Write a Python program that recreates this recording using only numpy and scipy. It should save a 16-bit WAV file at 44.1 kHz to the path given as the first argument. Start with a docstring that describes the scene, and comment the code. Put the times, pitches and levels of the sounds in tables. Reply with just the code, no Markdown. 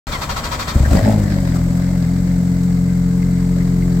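"""A starter clacks in and grinds through eight compressions: a V8 sports car starting from cold
on a driveway, with the microphone beside its rear wing. The first cylinders thump into the exhaust,
then the engine flares with a bark and sinks to a droning idle under the hiss and tick of its valve
gear. One crankshaft speed times the running engine, four firings to a turn."""
import sys
import numpy as np
from scipy import signal
from scipy.fft import rfft, irfft
from scipy.io import wavfile
from scipy.ndimage import uniform_filter1d

SR = 44100
rng = np.random.default_rng(int(sys.argv[2]) if len(sys.argv) > 2 else 0)


def transcribe(signal):
    """Save signal, clipped to [-1, 1], as a 16-bit WAV file at the path in sys.argv[1]."""
    frames = np.atleast_2d(signal).T
    limited = np.clip(frames, -1, 1)
    pcm = np.round(limited * 32767).astype(np.int16)
    wavfile.write(sys.argv[1], SR, pcm)


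N = 176400

# crankshaft speed through flare and idle (time [s], speed [turns/s])
CRANK_SPEED = [(.75, 20), (.9, 41.2), (.95, 50.8), (1.03, 52), (1.12, 54.4), (1.2, 50.5), (1.3, 48.9),
               (1.5, 42.4), (1.94, 44.7), (2.06, 42), (2.12, 44.7), (2.6, 44.1), (3.3, 44.3), (4, 43.9)]
# how hard the engine works (time [s], pipe level [dB], rumble level [dB], engine bay level [dB])
ENGINE_EFFORT = [(.72, -70, -39, -38), (.76, -34.5, -23.5, -35), (.89, -33, -24.5, -35.5),
                 (.93, -21.5, -14, -29.5), (.99, -24.5, -12.5, -33), (1.025, -28, -22.5, -37.5),
                 (1.12, -29.5, -30.5, -34), (1.17, -32.5, -21.5, -41), (1.32, -36, -22, -39),
                 (1.65, -37.5, -25, -40), (2.05, -38.5, -28, -41.5), (2.2, -42, -26, -41),
                 (2.9, -44.5, -30, -42), (4, -42, -31, -41)]

STARTER_ON_S, FIRINGS_PER_TURN = 0.069, 4
RUNNING_FADE_S = (1, 1.043)  # drone and tappets come in over this span
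PIPE_WIDTH, BAY_WIDTH = 0.5, 1  # side over mid
LOW_PAN_DB, PIPE_PAN_DB, BAY_PAN_DB = 2, 2, 4  # left over right at the microphone


def undb(db):
    """Decibels to gain."""
    return 10 ** (np.asarray(db) / 20)


def unit(x):
    """Scale to rms 1."""
    return x / np.sqrt(np.mean(x ** 2))


def curve(table, column=1):
    """One column of a table, joined by straight lines in time."""
    rows = np.array(table)
    return np.interp(np.arange(N) / SR, rows[:, 0], rows[:, column])


def walk(rate_hz):
    """Smooth random wander with a spread near 1."""
    hold = int(SR / rate_hz)
    steps = np.repeat(rng.standard_normal(N // hold + 1), hold)
    return uniform_filter1d(uniform_filter1d(steps, hold), hold)[:N]


def noise():
    """Two unrelated white noises."""
    return rng.standard_normal((2, N))


def colour(x, outline):
    """Filter by a (frequency [Hz], level [dB]) outline that falls steeply beyond its ends; rms 1."""
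    hz, db = np.array(outline).T
    log_f = np.log(np.maximum(np.fft.rfftfreq(2 * N, 1 / SR), 1))
    beyond = np.maximum(np.log(hz[0]) - log_f, 0) + np.maximum(log_f - np.log(hz[-1]), 0)
    response = undb(np.interp(log_f, np.log(hz), db) - 36 * beyond)
    return unit(irfft(rfft(x, 2 * N) * response)[..., :N])


def ring(x, modes):
    """Ring a set of (frequency [Hz], width [Hz], level [dB]) resonances; rms 1."""
    f = np.maximum(np.fft.rfftfreq(2 * N, 1 / SR), 1)
    response = sum(undb(db) / (1 + 1j * hz / width * (f / hz - hz / f)) for hz, width, db in modes)
    return unit(irfft(rfft(x, 2 * N) * response)[..., :N])


def pulses(phase, scatter_db):
    """A click of random size at each whole step of the phase, and that size held through the cycle."""
    cycle = phase.astype(int)
    size = undb(scatter_db * np.clip(rng.standard_normal(N), -2, 2))[cycle]
    return np.diff(cycle, prepend=0) * size, size


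def accents(firings, levels_db):
    """A gain for each firing, in a pattern that repeats every turn."""
    return undb(levels_db)[firings.astype(int) % FIRINGS_PER_TURN]


def cycle_decay(phase, cycles):
    """A decay that restarts at each whole step of the phase."""
    return np.exp(-(phase % 1) / cycles)


def burst(age, length, rise_s, fall_s):
    """Attack, hold and release."""
    return np.clip(age / rise_s, 0, 1) * np.exp(-np.maximum(age - length, 0) / fall_s)


def place(pair, width, pan_db):
    """Mid and side signals to the microphone's left and right."""
    mid, side = pair
    return np.array([mid + width * side, mid - width * side]) * undb([[pan_db / 2], [-pan_db / 2]])


def engine_bay(t, turns, firings):
    """Belts and intake hiss, swelling once a turn; valves tick; loose covers chatter on and off."""
    # hiss of the bay (frequency [Hz], relative level [dB])
    hiss_spectrum = [(470, -10), (800, 0), (1420, -2.5), (2240, -7.5), (2630, -16.5), (3330, -15.5),
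                     (4110, -10.5), (6510, -10.5), (7840, -4), (9680, -25.5), (11700, -14.5),
                     (15500, -17.5)]
    # resonances of the loose covers (frequency [Hz], width [Hz], relative level [dB])
    chatter_modes = [(1550, 130, 1), (1973, 390, 0)]
    # brief clatters that lift the whole bay (time [s], level [dB])
    clatters = [(1.194, -38), (1.235, -38), (1.559, -36), (1.775, -43.5), (2.64, -43)]
    _, size = pulses(firings, scatter_db=4)
    ticks = unit(size * accents(firings, (-0.5, 3, 6.5, -9)) * cycle_decay(firings, 0.14))
    hiss = (noise() + undb(-17.5) * ticks * noise()) * (1 + 0.18 * np.cos(2 * np.pi * turns))
    chatter = ring(ring(noise(), chatter_modes), chatter_modes)
    chatter *= undb(-19.5 + 7.5 * np.minimum(walk(26), 2))
    clatter = sum(undb(db) * np.exp(-((t - middle) / 0.013) ** 2) for middle, db in clatters)
    level = np.hypot(undb(curve(ENGINE_EFFORT, column=3) - 2), clatter)
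    return level * place(colour(hiss, hiss_spectrum) + chatter, BAY_WIDTH, BAY_PAN_DB)


def tappets(t, firings):
    """Each valve strike rings the cam covers a little differently."""
    # cam cover resonances (frequency [Hz], width [Hz], level [dB])
    cover_modes = [(2083, 82, -54), (3940, 106, -64), (4586, 150, -61)]
    covers = np.zeros((2, N))
    for hz, width, db in cover_modes:
        strikes, _ = pulses(firings, scatter_db=4.5)
        covers += undb(db) * ring(strikes * noise(), [(hz, width, 0)])
    return place(covers * np.interp(t, RUNNING_FADE_S, [0, 1]), BAY_WIDTH, BAY_PAN_DB)


def squeaks(t):
    """Belts and covers chirp briefly as the engine shakes: narrow, scratchy tones that slide."""
    # chirps (middle [s], length [s], pitch [Hz], slide [Hz/s], level [dB])
    chirps = [(0.857, .025, 1670, 4007, -27.5), (0.97, .014, 4800, 10, -28.5), (.988, 0.014, 1856, -2, -26),
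              (1.27, .08, 1860, -2, -38.5), (1.562, 0.045, 1300, -9000, -39), (3.61, 0.016, 2030, 3, -37)]
    grips_per_s = 510
    out = np.zeros((2, N))
    for middle, length, hz, slide, db in chirps:
        phase = 2 * np.pi * np.cumsum(hz + slide * np.clip(t - middle, -length, length)) / SR
        scratch = np.array([walk(grips_per_s) * np.cos(phase) + walk(grips_per_s) * np.sin(phase)
                            for _ in range(2)])
        out += undb(db) * np.exp(-(2 * (t - middle) / length) ** 2) * scratch
    return place(out, BAY_WIDTH, BAY_PAN_DB)


def starter(t):
    """The solenoid clacks; at each compression the teeth bite, grind and whine down; pistons pump air."""
    # load on the starter (start [s], length [s], level [dB], first tooth rate [Hz], whine share [0-1])
    compressions = [(0.111, 0.05, -1.5, 1251, 0.61), (0.208, 0.035, 0, 1405, 0.48),
                    (0.287, 0.038, 0, 1474, .6), (0.357, 0.038, -0.5, 1444, 0.54),
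                    (0.432, .043, -1, 1481, 0.56), (0.509, .046, 0, 1383, 0.18),
                    (0.587, 0.045, 0, 1431, 0.45), (0.669, 0.045, 0, 1423, .5)]
    # starter and bell housing resonances (frequency [Hz], width [Hz], relative level [dB])
    housing_modes = [(517, 120, -10), (967, 20, 4.5), (1101, 15, 9.5), (1302, 41, 4.5), (1950, 230, -11),
                     (2390, 30, -3), (3240, 26, 0), (3650, 65, -6), (4290, 50, -6)]
    # tooth scrape, gear whine, hard tooth strikes, pumped air (frequency [Hz], relative level [dB])
    grind_spectrum = [(400, -42), (511, -7), (873, -4), (957, 2), (1300, -2.5), (1660, -5), (2030, -6.5),
                      (2840, -14.5), (4420, -11.5), (6280, -16.5), (7910, -15), (9500, -35), (12500, -30),
                      (15500, -40)]
    whine_spectrum = [(900, 18), (1300, 0), (2100, 12), (2650, -10), (3300, 7.5), (4500, -23), (6000, -10),
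                      (8000, -32)]
    bite_spectrum = [(4400, 7), (8000, -12.5), (9500, -18), (12500, -4.5)]
    chug_spectrum = [(20, 3), (32, 1.5), (70, 0.5), (120, -2.5), (220, -9), (380, -18), (550, -13),
                     (850, -18.5), (1600, -41)]
    load_sag_db_per_s, tooth_sag_hz_per_s, load_fall_s = 87, 4600, 0.014
    free_tooth_hz, free_load_db, off_s, release_s = 1551.0, -12, 0.76, 0.27
    load, whine_level, tooth_hz = np.zeros(N), np.zeros(N), np.full(N, free_tooth_hz)
    for start, length, db, hz, whine_share in compressions:
        age = np.maximum(t - start, 0)
        stroke = burst(age, length, rise_s=0.013, fall_s=load_fall_s)
        stroke *= undb(db - load_sag_db_per_s * age)
        load += stroke
        whine_level += whine_share * stroke
        loaded = (age > 0) & (age < length + load_fall_s)
        tooth_hz = np.where(loaded, hz - tooth_sag_hz_per_s * age, tooth_hz)
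    mesh = np.cumsum(tooth_hz * (1 + 0.014 * walk(900))) / SR  # pinion teeth on the flywheel
    teeth, _ = pulses(mesh, scatter_db=0)
    scrape = noise() * cycle_decay(mesh, 0.96)
    grind = undb(-30.5) * ring(scrape, housing_modes) + undb(-27.5) * colour(scrape, grind_spectrum)
    whine = undb(-22.5) * colour(teeth, whine_spectrum) * whine_level
    bite = undb(-34.5) * colour(scrape, bite_spectrum) * load ** 2
    clack = undb(-13) * np.exp(-np.maximum(t - STARTER_ON_S, 0) / 0.033)
    gears = grind * (np.hypot(load, undb(free_load_db)) + clack) + bite
    gears += np.array([whine, np.roll(whine, 90)])  # a late side signal widens the whine
    chug = undb(-25) * colour(noise(), chug_spectrum) * (1 + 0.24 * (load - 0.5))
    engaged = np.exp(-np.maximum(t - off_s, 0) / release_s)
    return engaged * (place(gears, width=0.83, pan_db=3.5) + place(chug, width=0.11, pan_db=LOW_PAN_DB))


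def first_firings(t):
    """Each first firing is a pressure thump that dies away in the silencer."""
    # cylinders catching (time [s], level [dB])
    catches = [(0.7567, -0.5), (0.803, -0.5), (0.833, -5.5), (0.875, -4), (0.913, -1.5), (0.932, -5),
               (0.954, -7.5)]
    # silencer resonances (frequency [Hz], decay [s], relative level [dB])
    silencer_modes = [(36, 0.027, -14), (72.5, 0.013, 4), (114.6, 0.01, -2), (209, 0.01, -11)]
    thumps = np.zeros(N)
    for start, db in catches:
        age = np.maximum(t - start, 0)
        attack = 1 - np.exp(-age / 0.0028)
        for hz, decay, mode_db in silencer_modes:
            thumps -= undb(db + mode_db) * np.sin(2 * np.pi * hz * age) * np.exp(-age / decay) * attack
    return place([thumps, np.zeros(N)], width=0, pan_db=LOW_PAN_DB)


def exhaust(firings):
    """Uneven firings and their puffs of gas ring the pipes, rumble in the silencer, rasp at the outlet."""
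    # exhaust pipe resonances (frequency [Hz], width [Hz], relative level [dB])
    pipe_modes = [(275, 27, -22), (329, 18, 14), (466, 15, 13.5), (558, 31, 17), (614, 35, 9.5),
                  (675, 12, -5.5), (840, 27, -11)]
    # blow-down hiss and silencer rumble (frequency [Hz], relative level [dB])
    rasp_spectrum = [(600, -29), (1000, -41), (1600, 3), (2150, -3), (2700, -16), (5000, -6.5), (9000, -50)]
    rumble_spectrum = [(24, -7), (36, 2), (70, -5), (130, -13), (200, -1), (310, -12), (390, -22.5),
                       (700, -24)]
    clicks, size = pulses(firings, scatter_db=1.5)
    strength = accents(firings, (5, -1, 0.5, -2.5))
    puffs = unit(strength * size * cycle_decay(firings, 1))
    mid, side = 0.97 * puffs * noise()
    mid += 0.4 * unit(clicks * strength)
    side = unit(side) * np.std(mid)
    drive = signal.sosfilt(signal.butter(2, 260, "high", fs=SR, output="sos"), [mid, side])
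    pipes = place(ring(drive, pipe_modes), PIPE_WIDTH, PIPE_PAN_DB)
    rasp_level = undb(-12 + 5.5 * walk(24.3))
    rasp = rasp_level * place(colour(puffs * noise(), rasp_spectrum), width=1, pan_db=PIPE_PAN_DB)
    rumble = place(colour(puffs * noise(), rumble_spectrum), width=0.17, pan_db=LOW_PAN_DB)
    rumble *= undb(curve(ENGINE_EFFORT, column=2))
    return (pipes + rasp) * undb(curve(ENGINE_EFFORT, column=1)) + rumble


def barks(t, firings):
    """Under load in the flare the firings steepen into cracks, one cylinder loudest in each turn."""
    # surges of the flare (start [s], length [s], level [dB])
    surges = [(0.91, 0.075, -30), (1.047, 0.059, -21)]
    # tone of the bark (frequency [Hz], relative level [dB])
    bark_spectrum = [(120, -12), (300, 1), (390, -10), (450, -4.5), (495, -21), (555, 8), (610, -0.5),
                     (790, -1), (900, -10), (1020, -31), (1500, -23), (2000, -20.5)]
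    loud_firing_s = 1.078  # the pattern is shifted so that the loudest cylinder fires here
    firings = firings + FIRINGS_PER_TURN - np.interp(loud_firing_s, t, firings) % FIRINGS_PER_TURN
    clicks, _ = pulses(firings, scatter_db=1.5)
    strength = accents(firings, (4.5, -5, -12, -12))
    gas = 0.82 * unit(strength * cycle_decay(firings, 0.61)) * noise()
    crack = unit(clicks * strength)
    bark = colour(gas + np.array([crack, np.roll(crack, 40)]), bark_spectrum)
    effort = sum(undb(db) * burst(t - start, length, rise_s=0.018, fall_s=0.04)
                 for start, length, db in surges)
    return effort * place(bark, PIPE_WIDTH, PIPE_PAN_DB)


def drone(t, turns):
    """The regular part of the exhaust pulses: crank orders, rough in the flare and clean at idle."""
    # exhaust tones (order [cycles/turn], flare [dB], settling [dB], idle [dB], nearer the tail [dB])
    crank_orders = [(1, -8, -6.5, -11, -4.5), (2, -1, -7, -9.5, -11.5), (2.5, -24, -41, -24, -33),
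                    (3, -7.5, -4, -5.5, -4.5), (3.5, -29, -35, -20, -17), (4, -6, -2.5, 1, .5),
                    (5, -13, -52, -21.5, -26), (6, -19.5, -11.5, -12.5, -11), (8, -28, -27, -36, -19.5),
                    (10, -22, -31.5, -24, -20)]
    stages_s = (1.118, 1.448, 2.402, 3.9)  # when each level column holds
    left_lag_s = 0.00018  # the pulses reach the left of the microphone late
    heard_turns = np.array([turns - left_lag_s * curve(CRANK_SPEED), turns]) + 0.009 * walk(140)
    rough_db = np.interp(t, stages_s[:2], [4, 0])
    smear = np.interp(t, stages_s[:2], [-0.038, -0.1533])  # the silencer spreads each pulse in time
    out = np.zeros((2, N))
    for order, *stage_db in crank_orders:
        db = np.interp(t, stages_s, stage_db)
        waver_db = np.interp(db, [-22, -8], [1.1, 0.2]) + rough_db  # weak orders waver more
        pan_db = min(order, PIPE_PAN_DB) * np.array([[0.5], [-0.5]])
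        phase = 2 * np.pi * order * heard_turns - smear * order ** 2
        out -= undb(db + pan_db + waver_db * walk(39.96)) * np.cos(phase)
    return out * np.sqrt(2) * undb(-17) * np.interp(t, RUNNING_FADE_S, [0, 1])


def scene():
    """The car from beside its rear wing: starter, first firings, then the running engine."""
    t = np.arange(N) / SR
    turns = np.cumsum(curve(CRANK_SPEED) * (1 + 0.0035 * walk(25))) / SR
    firings = turns * FIRINGS_PER_TURN
    car = starter(t) + first_firings(t) + drone(t, turns) + exhaust(firings) + barks(t, firings)
    car += engine_bay(t, turns, firings) + tappets(t, firings) + squeaks(t)
    return car * np.clip((t - STARTER_ON_S) / 0.00025, 0, 1)  # complete silence, then the sound starts abruptly


def record(dry):
    """The microphone thins the deepest bass; the recorder caps the peaks and cuts the top."""
    low_cut = signal.butter(2, 29.4, "high", fs=SR, output="sos")
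    top_cut = signal.ellip(10, 0.2, 80, 15900, fs=SR, output="sos")
    capped = np.clip(signal.sosfilt(low_cut, dry), -1, 1)
    return signal.sosfilt(top_cut, capped)


dry = scene()
out = record(dry)
transcribe(out)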